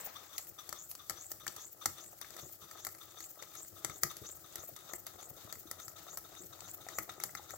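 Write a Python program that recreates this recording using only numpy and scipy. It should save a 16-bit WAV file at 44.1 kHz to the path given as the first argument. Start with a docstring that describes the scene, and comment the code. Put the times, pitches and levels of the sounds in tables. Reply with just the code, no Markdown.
"""On a workbench: a toy steam engine warms up and turns over slowly, gathering speed.
Each turn, steam puffs twice through the exhaust pipe (noise through pipe modes), a leak at the rocking
cylinder sings upward (noise around a gliding pitch) and a wet spit follows (treble noise).
Water drops pop on hot metal (noise bursts through body modes), the boiler sizzles and simmers (random
grains, ringing bubbles, dull thumps) and the burner flutters below (low noise)."""
import sys
import numpy as np
from scipy import signal
from scipy.fft import rfft, irfft, next_fast_len
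from scipy.io import wavfile
from scipy.ndimage import map_coordinates

SR = 44100
rng = np.random.default_rng(int(sys.argv[2]) if len(sys.argv) > 2 else 0)


def inscribe(sig):
    """Save sig as 16-bit PCM at rate SR to the path in sys.argv[1].

    A 1-D sig is mono; a 2-D sig holds one channel per row.
    Samples are clipped to [-1, 1] before scaling.
    """
    pcm = np.round(np.clip(np.atleast_2d(sig).T, -1, 1) * 32767)
    wavfile.write(sys.argv[1], SR, pcm.astype(np.int16))


N = 333837
TIME = np.arange(N) / SR   # s
PADDED = 2 * next_fast_len(N // 2 + SR // 8)   # samples, with room for filter tails
HZ = np.arange(PADDED // 2 + 1) * SR / PADDED

# flywheel turns, start as the exhaust opens: start_s, first_puff_db, leak_db, spit_db
TURNS = [(-0.27, 0, 3, 13.5), (0.148, -3, -1, 7), (0.578, -5.5, -1, 5), (0.987, -9, -0.5, 6),
         (1.398, -10.5, 0, 4), (1.807, -6, -1, -4), (2.209, -7.5, -2, 6), (2.61, -10, -2.5, 2),
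         (3.002, -9.5, -0.5, 5), (3.385, -9.5, 1.5, 4), (3.756, -15, -3.5, 4), (4.096, -3, 1.5, 5.5),
         (4.437, -13, -2, 8), (4.755, -11.5, 0, 8), (5.059, -12, -2, 3), (5.363, -13, -6, 4),
         (5.664, -12, -1.5, 7), (5.957, -9, 0, 8), (6.241, -12, -2.5, 3), (6.522, -8.5, 0, 5.5),
         (6.803, -12, 2, 7), (7.088, -3.5, -0.5, 5), (7.367, -4, -0.5, -3)]
# odd quarter-wave modes of the exhaust pipe: pitch_hz, width_hz, level_db
PIPE_MODES = [(1263, 233, -1), (3681, 360, -4), (6160, 105, 1)]
# drops popping on hot metal, bands relative to level_db:
# start_s, level_db, low_db, middle_db, top_db, left_right_db
POPS = [(0.073, -43, -12.5, -21, -23, 15), (0.381, -34.5, -17, 1.5, 3.5, 8),
        (0.692, -36, -11.5, -4, -4, 13), (0.727, -34.5, -6, -1.5, -3, 10.5), (0.914, -47.5, -3, 6, 10, 5),
        (0.952, -49.5, -2, 7.5, 6.5, 8), (1.097, -26.5, -12, -4, -5, 11.5), (1.106, -32, -11, -8, -5.5, 7),
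        (1.317, -31, -14, -4, -4, 4.5), (1.467, -24.5, -14, -13.5, -14, 9.5),
        (1.479, -37, -7.5, 3.5, 0, 14), (1.564, -36.5, -11.5, -4, -3.5, 9),
        (1.858, -18, -11, -3.5, -4.5, 8.5), (2.214, -27.5, -21, -15, -13, 14),
        (2.246, -36.5, -14, -21, -21, 9), (2.306, -38, -17, -10, -11, 16.5),
        (2.366, -30.5, -19, -14, -14, 7), (2.712, -37.5, -12, -7.5, -8.5, 11),
        (2.849, -27.5, -16, -8.5, -7, 8), (2.868, -25, -15, -10, -9.5, 10), (2.889, -37, -15, -10, -10, 8),
        (2.949, -40.5, -11.5, -10, -9, 9), (3.205, -41.5, -7, -0.5, -3.5, 12),
        (3.241, -36, -26, -9.5, -8, 6.5), (3.425, -34.5, -11.5, -8, -11, 11),
        (3.552, -30.5, -24, -16.5, -15, 11), (3.847, -19.5, -15.5, -8.5, -10.5, 13),
        (3.898, -33, -11, -11, -14, 8), (4.034, -18.5, -9.5, -3.5, -3.5, 10),
        (4.114, -36, -13, -9, -8.5, 8), (4.168, -33.5, -18, -9, -7, 7),
        (4.557, -25.5, -19, -10.5, -10, 8.5), (4.764, -31.5, -19, -12.5, -12.5, 5),
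        (4.935, -27, -15, -10.5, -11, 11), (5.067, -28.5, -18, -10.5, -9, 9),
        (5.526, -29, -17, -9.5, -10, 13), (5.555, -40, -13, -11, -16, 5),
        (5.713, -30.5, -11, -5.5, -3.5, 9), (5.8, -36.5, -14.5, -10, -10.5, 7),
        (5.881, -34, -14.5, -7.5, -7, 12.5), (6.173, -30, -13, -6, -5, 7.5),
        (6.606, -25, -30.5, -19, -22, 13), (6.866, -39.5, -17, -21, -18, 10),
        (6.887, -27, -17.5, -14.5, -18.5, 12), (6.986, -25.5, -6.5, -5.5, -5.5, 9),
        (7.094, -32, -10.5, -25, -28, 5), (7.201, -35.5, -9, -5.5, -7, 9),
        (7.237, -23.5, -13.5, -5.5, -4, 8), (7.293, -41, -10.5, -14, -18, 2),
        (7.351, -32.5, -6, -7.5, -10.5, 10), (7.507, -29, -23.5, -19, -19, 20)]
# big bubbles bursting in the boiler: start_s, level_db, pitch_hz
GLUGS = [(0.072, -28.5, 760), (0.725, -36, 560), (1.462, -46, 530), (1.856, -34, 736), (2.364, -35, 626),
         (2.428, -40, 323), (2.465, -37, 348), (3.422, -33, 560), (3.844, -32, 320), (3.957, -40.5, 372),
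         (4.031, -29.5, 322), (4.215, -39, 332), (4.332, -46, 666), (4.692, -32, 630), (4.934, -33, 331),
         (5.369, -36.5, 527), (5.655, -35.5, 320), (6.405, -34.5, 334), (6.804, -38, 766),
         (6.866, -26, 720), (6.984, -23.5, 780), (7.091, -27.5, 690), (7.18, -36, 365), (7.235, -33, 600),
         (7.396, -30, 790)]
# thumps of the bumping water: start_s, level_db
THUMPS = [(0.13, -65), (0.495, -54.5), (1.37, -59), (1.422, -56), (2.31, -57), (2.424, -51.5), (2.622, -57),
          (3.72, -55), (3.85, -54.5), (3.89, -46.5), (4.032, -43.5), (4.213, -47.5), (4.329, -56.5),
          (4.585, -54), (4.71, -54), (5.03, -60), (5.141, -55), (5.3, -51.5), (5.437, -50), (5.56, -52.5),
          (5.87, -61), (6.17, -63), (6.32, -61), (6.43, -50), (6.63, -57), (6.803, -56)]
# resonances of boiler and firebox: pitch_hz, width_hz, level_db
BODY_MODES = [(687, 130, -6.5), (815, 86, -7), (1338, 98, 6), (2025, 515, 6.5), (2700, 760, -15),
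              (3540, 450, -20), (4700, 570, -4.5), (6130, 940, -0.5), (7690, 870, 4.5), (9660, 2400, 6),
              (11600, 2200, -5.5), (15400, 1100, -14)]
# low modes of the hollow base: pitch_hz, width_hz, level_db
BASE_MODES = [(113, 83, 2), (320.5, 23, 1)]
# noise colour of the exhaust rush: freq_hz, level_db_per_hz
RUSH_COLOUR = [(150, -15), (300, -3), (700, 5), (1000, 0.5), (1800, -1), (2500, -5.5), (4500, 1),
               (5300, -2), (7300, 1.5), (9300, -12.5), (11500, -5), (16000, -3.5)]
# noise colour of the wet spit: freq_hz, level_db_per_hz
SPRAY_COLOUR = [(4000, -32.5), (9300, -23.5), (11000, -19.5), (12000, -16.5), (13000, -11.5), (15000, -4.5),
                (16000, -17)]
# noise colour of the sizzle: freq_hz, level_db_per_hz
SIZZLE_COLOUR = [(1000, -21), (2800, -18), (5000, -7), (6300, -4.5), (7800, -2.5), (9300, -14.5),
                 (11000, -4), (13000, -1), (15300, 2.5), (16000, 0)]
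# noise colour of the simmer: freq_hz, level_db_per_hz
SIMMER_COLOUR = [(100, -19), (230, -19), (330, -2.5), (430, -1), (750, 3.5), (980, -8.5), (1280, 3),
                 (1550, -18), (1950, -7.5), (2500, -60), (5000, -47)]
# noise colour of the flame: freq_hz, level_db_per_hz
BURNER_COLOUR = [(20, -31), (40, -24), (65, -5), (95, 4), (140, -3.5), (175, -2), (240, -16), (332, 3),
                 (420, -11), (600, -5), (800, -8), (1000, -26), (1300, -8.5), (2500, -29), (8000, -28)]
# noise colour of the opening steam surge: freq_hz, level_db_per_hz
SURGE_COLOUR = [(200, -9), (600, 2), (1200, 1), (2000, -1.5), (3000, -10.5), (6500, -5.5), (9000, -26),
                (16000, -6)]
# noise colour of the thumps: freq_hz, level_db_per_hz
THUMP_COLOUR = [(30, -24), (60, -10), (95, 3), (130, 0), (180, -5.5), (250, -15), (330, -10.5), (500, -10),
                (1500, -47)]
# level of the left port over the right: freq_hz, left_right_db
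PORT_LEAN = [(60, 6), (200, 6.5), (380, 9), (700, 6), (1200, 6), (2400, 10), (3500, 13), (5500, 5.5),
             (7300, 5), (8600, -3.5), (10500, 6.5), (15000, 5)]
# phase by which the left port leads: freq_hz, lead_rad
PORT_PHASE = [(0, 0), (1900, 0.14), (3700, 0.8), (7000, -1.1), (14400, -2.5)]
# likeness of left and right noise: freq_hz, likeness_0_to_1
LIKENESS = [(100, 0.86), (700, 0.4), (1800, 0.6), (3000, 0.07), (5000, 0), (7000, 0.1), (9000, 0.63),
            (15000, 0)]

# crank timing, in shares of a turn: opens_at, attack, hold, release
FIRST_PUFF = (0, 0.029, 0.019, 0.018)
SECOND_PUFF = (0.399, 0.058, 0.025, 0.012)
STROKE = (0.043, 0.035, 0.53, 0)
LEAK = (0.47, 0.033, 0.18, 0.029)
SEEP = (0.16, 0.12, 0.031, 0.071)
SPIT = (0.7355, 0.06, 0.018, 0.0096)
DRIBBLE = (0.56, 0.079, 0.043, 0.023)
DRAW = (0.2, 0.06, 0.39, 0.22)

FIRST_PUFF_DB, SECOND_PUFF_DB, STROKE_DB = 12, -1, -8   # flow through the exhaust pipe
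LEAK_DB, SEEP_DB, SPIT_DB, DRIBBLE_DB = -54, -65.5, -52.5, -61.5
LEAK_MID_TURN_HZ, LEAK_RISE_HZ_PER_TURN = 6410, 6730   # pitch climbs as the gap narrows
SEEP_HZ = 7020   # the same gap hisses softly earlier in the stroke
# hotter steam carries sound faster, so the pipe's pitch creeps up
COLD_PIPE_PITCH_RATIO, PIPE_RISE_RATIO_PER_S = 0.96, 0.008
SIMMER_DB, SIMMER_GROWTH_DB_PER_S = -73.5, 0.9056
DRAW_DB = 5   # drawing steam makes the water boil harder
BURNER_DB, BURNER_GROWTH_DB_PER_S = -68.5, 0.68
SURGE_DB, SURGE_HOLD_S, SURGE_RELEASE_S = -50.5, 0.047, 0.15
SNAP_DB = 14   # one-sample click that starts a pop, over unit-power noise
POP_BANDS_HZ = ((50, 2600), (2600, 9000), (9000, 17000))
BASS_CUT_HZ, CUTOFF_HZ = 34, 15850


def from_db(db):
    """Decibels to gain."""
    return 10 ** (np.asarray(db) / 20)


def rms_one(x):
    """Scale to unit power."""
    return x / np.sqrt(np.mean(x ** 2) + 1e-20)


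def along(rows, at):
    """Interpolate a table's second column over its first."""
    first, second = np.transpose(rows)
    return np.interp(at, first, second)


def gains(points):
    """Gains on the frequency grid, interpolated in dB over log frequency."""
    hz, db = np.transpose(points)
    return from_db(np.interp(np.log(HZ + 1), np.log(hz), db))


def filtered(x, response):
    """Apply a frequency response."""
    return irfft(rfft(x, PADDED) * response)[..., :N]


def resonance(hz, width_hz):
    """Causal response of one damped mode, gain 1 on top."""
    return 1j * HZ * width_hz / (hz ** 2 - HZ ** 2 + 1j * HZ * width_hz)


def body(modes):
    """Summed response of a set of damped modes."""
    return sum(from_db(db) * resonance(hz, width_hz) for hz, width_hz, db in modes)


def drift(rate_hz):
    """Slow random wander of unit power, falling off above rate_hz."""
    hz = HZ[HZ < 10 * rate_hz]
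    spectrum = rng.standard_normal(len(hz)) + 1j * rng.standard_normal(len(hz))
    return rms_one(irfft(spectrum / (1 + (hz / rate_hz) ** 2), PADDED)[:N])


def two_ears(count, response=1):
    """Stereo noise through a response, left and right as alike as LIKENESS sets."""
    alike = np.clip(along(LIKENESS, np.arange(count // 2 + 1) * SR / count), 0, 1)
    mid, side = rfft(rng.standard_normal((2, count)))
    ears = np.sqrt(1 + alike) * mid + np.sqrt(1 - alike) * side * [[1], [-1]]
    return rms_one(irfft(response * ears, count)[:, :N])


def hiss(colour, flutter_db):
    """Turbulent noise whose level flutters."""
    return rms_one(two_ears(PADDED, gains(colour)) * from_db(flutter_db * drift(28)))


def grains(per_s, spread_db):
    """Random single-sample impulses, most weak and a few strong."""
    sizes = from_db(spread_db * np.minimum(rng.exponential(1, N), 3))
    signs = rng.choice([-1, 1], N)
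    return rms_one(sizes * signs * (rng.random(N) < per_s / SR))


def crackle(response, per_s, spread_db, decay_s):
    """Tiny drops at random moments, each a noise burst that dies in a few milliseconds."""
    impulses = abs(grains(per_s, spread_db)) + 1e-9
    envelope = signal.lfilter([1], [1, -np.exp(-1 / (decay_s * SR))], impulses)
    return rms_one(filtered(two_ears(PADDED) * envelope, response))


def crank():
    """Index of the current turn and the share of it that has passed."""
    starts = np.array(TURNS)[:, 0]
    edges = np.append(starts, 2 * starts[-1] - starts[-2])
    turns = np.interp(TIME, edges, np.arange(len(edges)))
    return np.minimum(turns.astype(int), len(starts) - 1), turns % 1


def opening(angle, phase):
    """Flow through a port: linear rise, hold, exponential fall."""
    opens, attack, hold, release = phase
    since = (angle - opens) % 1
    rise = np.minimum(since / max(attack, 1e-3), 1)
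    return rise * np.exp(-np.maximum(since - attack - hold, 0) / max(release, 1e-3))


def workshop(x, room_db, room_t60_s):
    """A faint decaying noise tail from the wooden walls, different at each ear."""
    t = TIME[:SR // 2]
    tail = rng.standard_normal((2, len(t))) * from_db(-60 * t / room_t60_s) * (t > 0.004)
    tail /= np.linalg.norm(tail[0])
    return x + from_db(room_db) * signal.fftconvolve(x, tail, axes=1)[:, :N]


def burner():
    """Flame turbulence: fluttering low noise that slowly grows."""
    return hiss(BURNER_COLOUR, flutter_db=2) * from_db(BURNER_DB + BURNER_GROWTH_DB_PER_S * TIME)


def surge():
    """A rush of steam at the start that dies away."""
    fall = np.exp(-np.maximum(TIME - SURGE_HOLD_S, 0) / SURGE_RELEASE_S)
    return hiss(SURGE_COLOUR, flutter_db=3) * from_db(SURGE_DB) * fall


def thumps(rise_s, level_db):
    """A pocket of steam swells and collapses under the water: a dull swell of noise."""
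    strength, age = np.zeros(N + SR), TIME[:SR // 6] / rise_s
    for start_s, thump_db in THUMPS:
        at = int(start_s * SR)
        strength[at:at + len(age)] += from_db(thump_db + level_db) * age * np.exp(1 - age)
    return strength[:N] * two_ears(PADDED, gains(THUMP_COLOUR))


def glugs(cycles, rise, level_db):
    """A big bubble rings for a few cycles, rising in pitch as it surfaces."""
    out, t = np.zeros(N + SR), TIME[:SR // 12]
    for start_s, glug_db, hz in GLUGS:
        age = t * hz / cycles
        ring = np.exp(-age) * np.sin(2 * np.pi * hz * t * (1 + rise * age))
        at = int(start_s * SR)
        out[at:at + len(t)] += from_db(glug_db + level_db) * ring
    return out[:N]


def simmer(angle):
    """Ticks on the shell and small bubbles, both stronger while steam is drawn."""
    ticks = from_db(-72) * crackle(body(BODY_MODES), per_s=18, spread_db=2, decay_s=0.0017)
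    bubbles = crackle(gains(SIMMER_COLOUR), per_s=80, spread_db=2, decay_s=0.0039)
    bubbles = bubbles * from_db(SIMMER_DB + SIMMER_GROWTH_DB_PER_S * TIME)
    return (ticks + bubbles) * from_db(DRAW_DB * opening(angle, DRAW))


def sizzle():
    """Steady frying hiss with fine fizz on the hot shell."""
    fizz = crackle(gains(SIZZLE_COLOUR), per_s=40, spread_db=3.5, decay_s=0.0015)
    frying = hiss(SIZZLE_COLOUR, flutter_db=2.4)
    return from_db(-57) * frying + from_db(-70.5) * fizz


def boiler(angle):
    """Sizzle on the shell, bubbling water inside, the flame beneath."""
    water = simmer(angle) + glugs(cycles=3.44, rise=0.027, level_db=-14) + thumps(rise_s=0.011, level_db=-5)
    return sizzle() + water + surge() + burner()


def burst(decay_s, tail_db, tail_s):
    """Noise with a fast decay and a weaker, longer tail."""
    t = TIME[:SR // 10]
    return two_ears(len(t)) * (np.exp(-t / decay_s) + from_db(tail_db) * np.exp(-t / tail_s))


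def pops():
    """Drops flash to steam and ring the boiler, each with its own thud, snap and spray."""
    out = np.zeros((2, N + SR))
    shell, base = irfft([body(BODY_MODES), body(BASE_MODES)])[:, None, :SR // 20]
    bands = [signal.butter(2, edges, "band", fs=SR, output="sos") for edges in POP_BANDS_HZ]
    for start_s, pop_db, *band_db, left_right_db in POPS:
        flash = burst(decay_s=0.0028, tail_db=-22, tail_s=0.014)
        flash[:, 0] += from_db(SNAP_DB)
        crack = signal.fftconvolve(flash, shell, axes=1)
        pop = np.zeros_like(crack)
        for db, sos in zip(band_db, bands):
            part = signal.sosfilt(sos, crack)
            pop += from_db(pop_db + db + 27) * part / np.linalg.norm(part)
        # the hollow base answers with a longer, duller knock
        knock = signal.fftconvolve(burst(decay_s=0.022, tail_db=-7, tail_s=0.071), base, axes=1)
        pop += from_db(pop_db + band_db[0] + 13) * knock / np.linalg.norm(knock)
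        # record() leans left too: 10 dB is taken off here to allow for it
        pan = from_db(np.array([[1], [-1]]) * (left_right_db - 10) / 2)
        at = int(start_s * SR)
        out[:, at:at + pop.shape[1]] += pop * pan
    return out[:, :N]


def spit(angle, spit_db):
    """Wet treble spray late in the turn, led by a weaker dribble."""
    wet = from_db(SPIT_DB) * opening(angle, SPIT) + from_db(DRIBBLE_DB) * opening(angle, DRIBBLE)
    return hiss(SPRAY_COLOUR, flutter_db=3) * from_db(spit_db) * wet


def whistle(hz, width_hz):
    """Breathy whistle: a band of noise shifted to a gliding pitch."""
    band = filtered(rng.standard_normal((2, N)), 1 / (1 + (HZ / width_hz) ** 2) ** 2)
    blended = band + 0.35 * band[::-1]
    return rms_one(blended * np.cos(2 * np.pi * np.cumsum(hz) / SR))


def cylinder_leak(angle, leak_db):
    """Steam through a narrowing gap sings upward; water in it makes level and pitch waver."""
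    sputter = from_db(2.8 * drift(90))
    waver_hz = 170 * drift(35)
    song_hz = LEAK_MID_TURN_HZ + LEAK_RISE_HZ_PER_TURN * (angle - 0.5) + waver_hz
    leak = whistle(song_hz, width_hz=950) * from_db(LEAK_DB + leak_db) * opening(angle, LEAK)
    seep_flow = opening(angle, SEEP) + from_db(4.5) * opening(angle, SPIT)
    seep = whistle(np.full(N, SEEP_HZ), width_hz=1600) * from_db(SEEP_DB) * seep_flow
    return sputter * (leak + seep)


def exhaust(angle, puff_db):
    """Steam rushes out in two puffs and a weaker stroke, sounding the pipe's modes."""
    puffs = from_db(FIRST_PUFF_DB + puff_db) * opening(angle, FIRST_PUFF)
    puffs = puffs + from_db(SECOND_PUFF_DB) * opening(angle, SECOND_PUFF)
    stumble = from_db(2.2 * drift(22))   # water in the steam
    stroke = stumble * from_db(STROKE_DB) * opening(angle, STROKE)
    modes = sum(from_db(db) * abs(resonance(hz, width_hz)) ** 2 for hz, width_hz, db in PIPE_MODES)
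    # read the noise ever faster to raise its pitch
    read_at = np.cumsum(COLD_PIPE_PITCH_RATIO + PIPE_RISE_RATIO_PER_S * TIME)
    ears = two_ears(PADDED, modes)
    pipe = rms_one(np.array([map_coordinates(ear, [read_at], mode="mirror") for ear in ears]))
    rush = hiss(RUSH_COLOUR, flutter_db=3) * (from_db(-7) * puffs + stroke)
    return from_db(-57) * pipe * (puffs + from_db(-2.5) * stroke) + from_db(-54.5) * rush


def engine(turn, angle):
    """The crank opens the ports in order: two puffs, a rising whistle, a wet spit."""
    _, puff_db, leak_db, spit_db = np.array(TURNS)[turn].T
    return spit(angle, spit_db) + cylinder_leak(angle, leak_db) + exhaust(angle, puff_db)


def scene():
    """Boiler, pops and engine in one small machine, with the room's tail."""
    turn, angle = crank()
    machine = boiler(angle) + pops() + engine(turn, angle)
    return workshop(machine, room_db=-11, room_t60_s=0.31)


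def record(dry):
    """Two ports: left mostly louder, its phase ahead below 5 kHz, behind above; bass and top cut."""
    lean = np.sqrt(gains(PORT_LEAN))
    bass_cut = 1j * HZ / (1j * HZ + BASS_CUT_HZ)
    left = lean * np.exp(1j * along(PORT_PHASE, HZ))
    ports = bass_cut * np.array([left, 1 / lean])
    top_cut = signal.ellip(10, 0.2, 70, CUTOFF_HZ, fs=SR, output="sos")
    return signal.sosfilt(top_cut, filtered(dry, ports))


dry = scene()
out = record(dry)
inscribe(out)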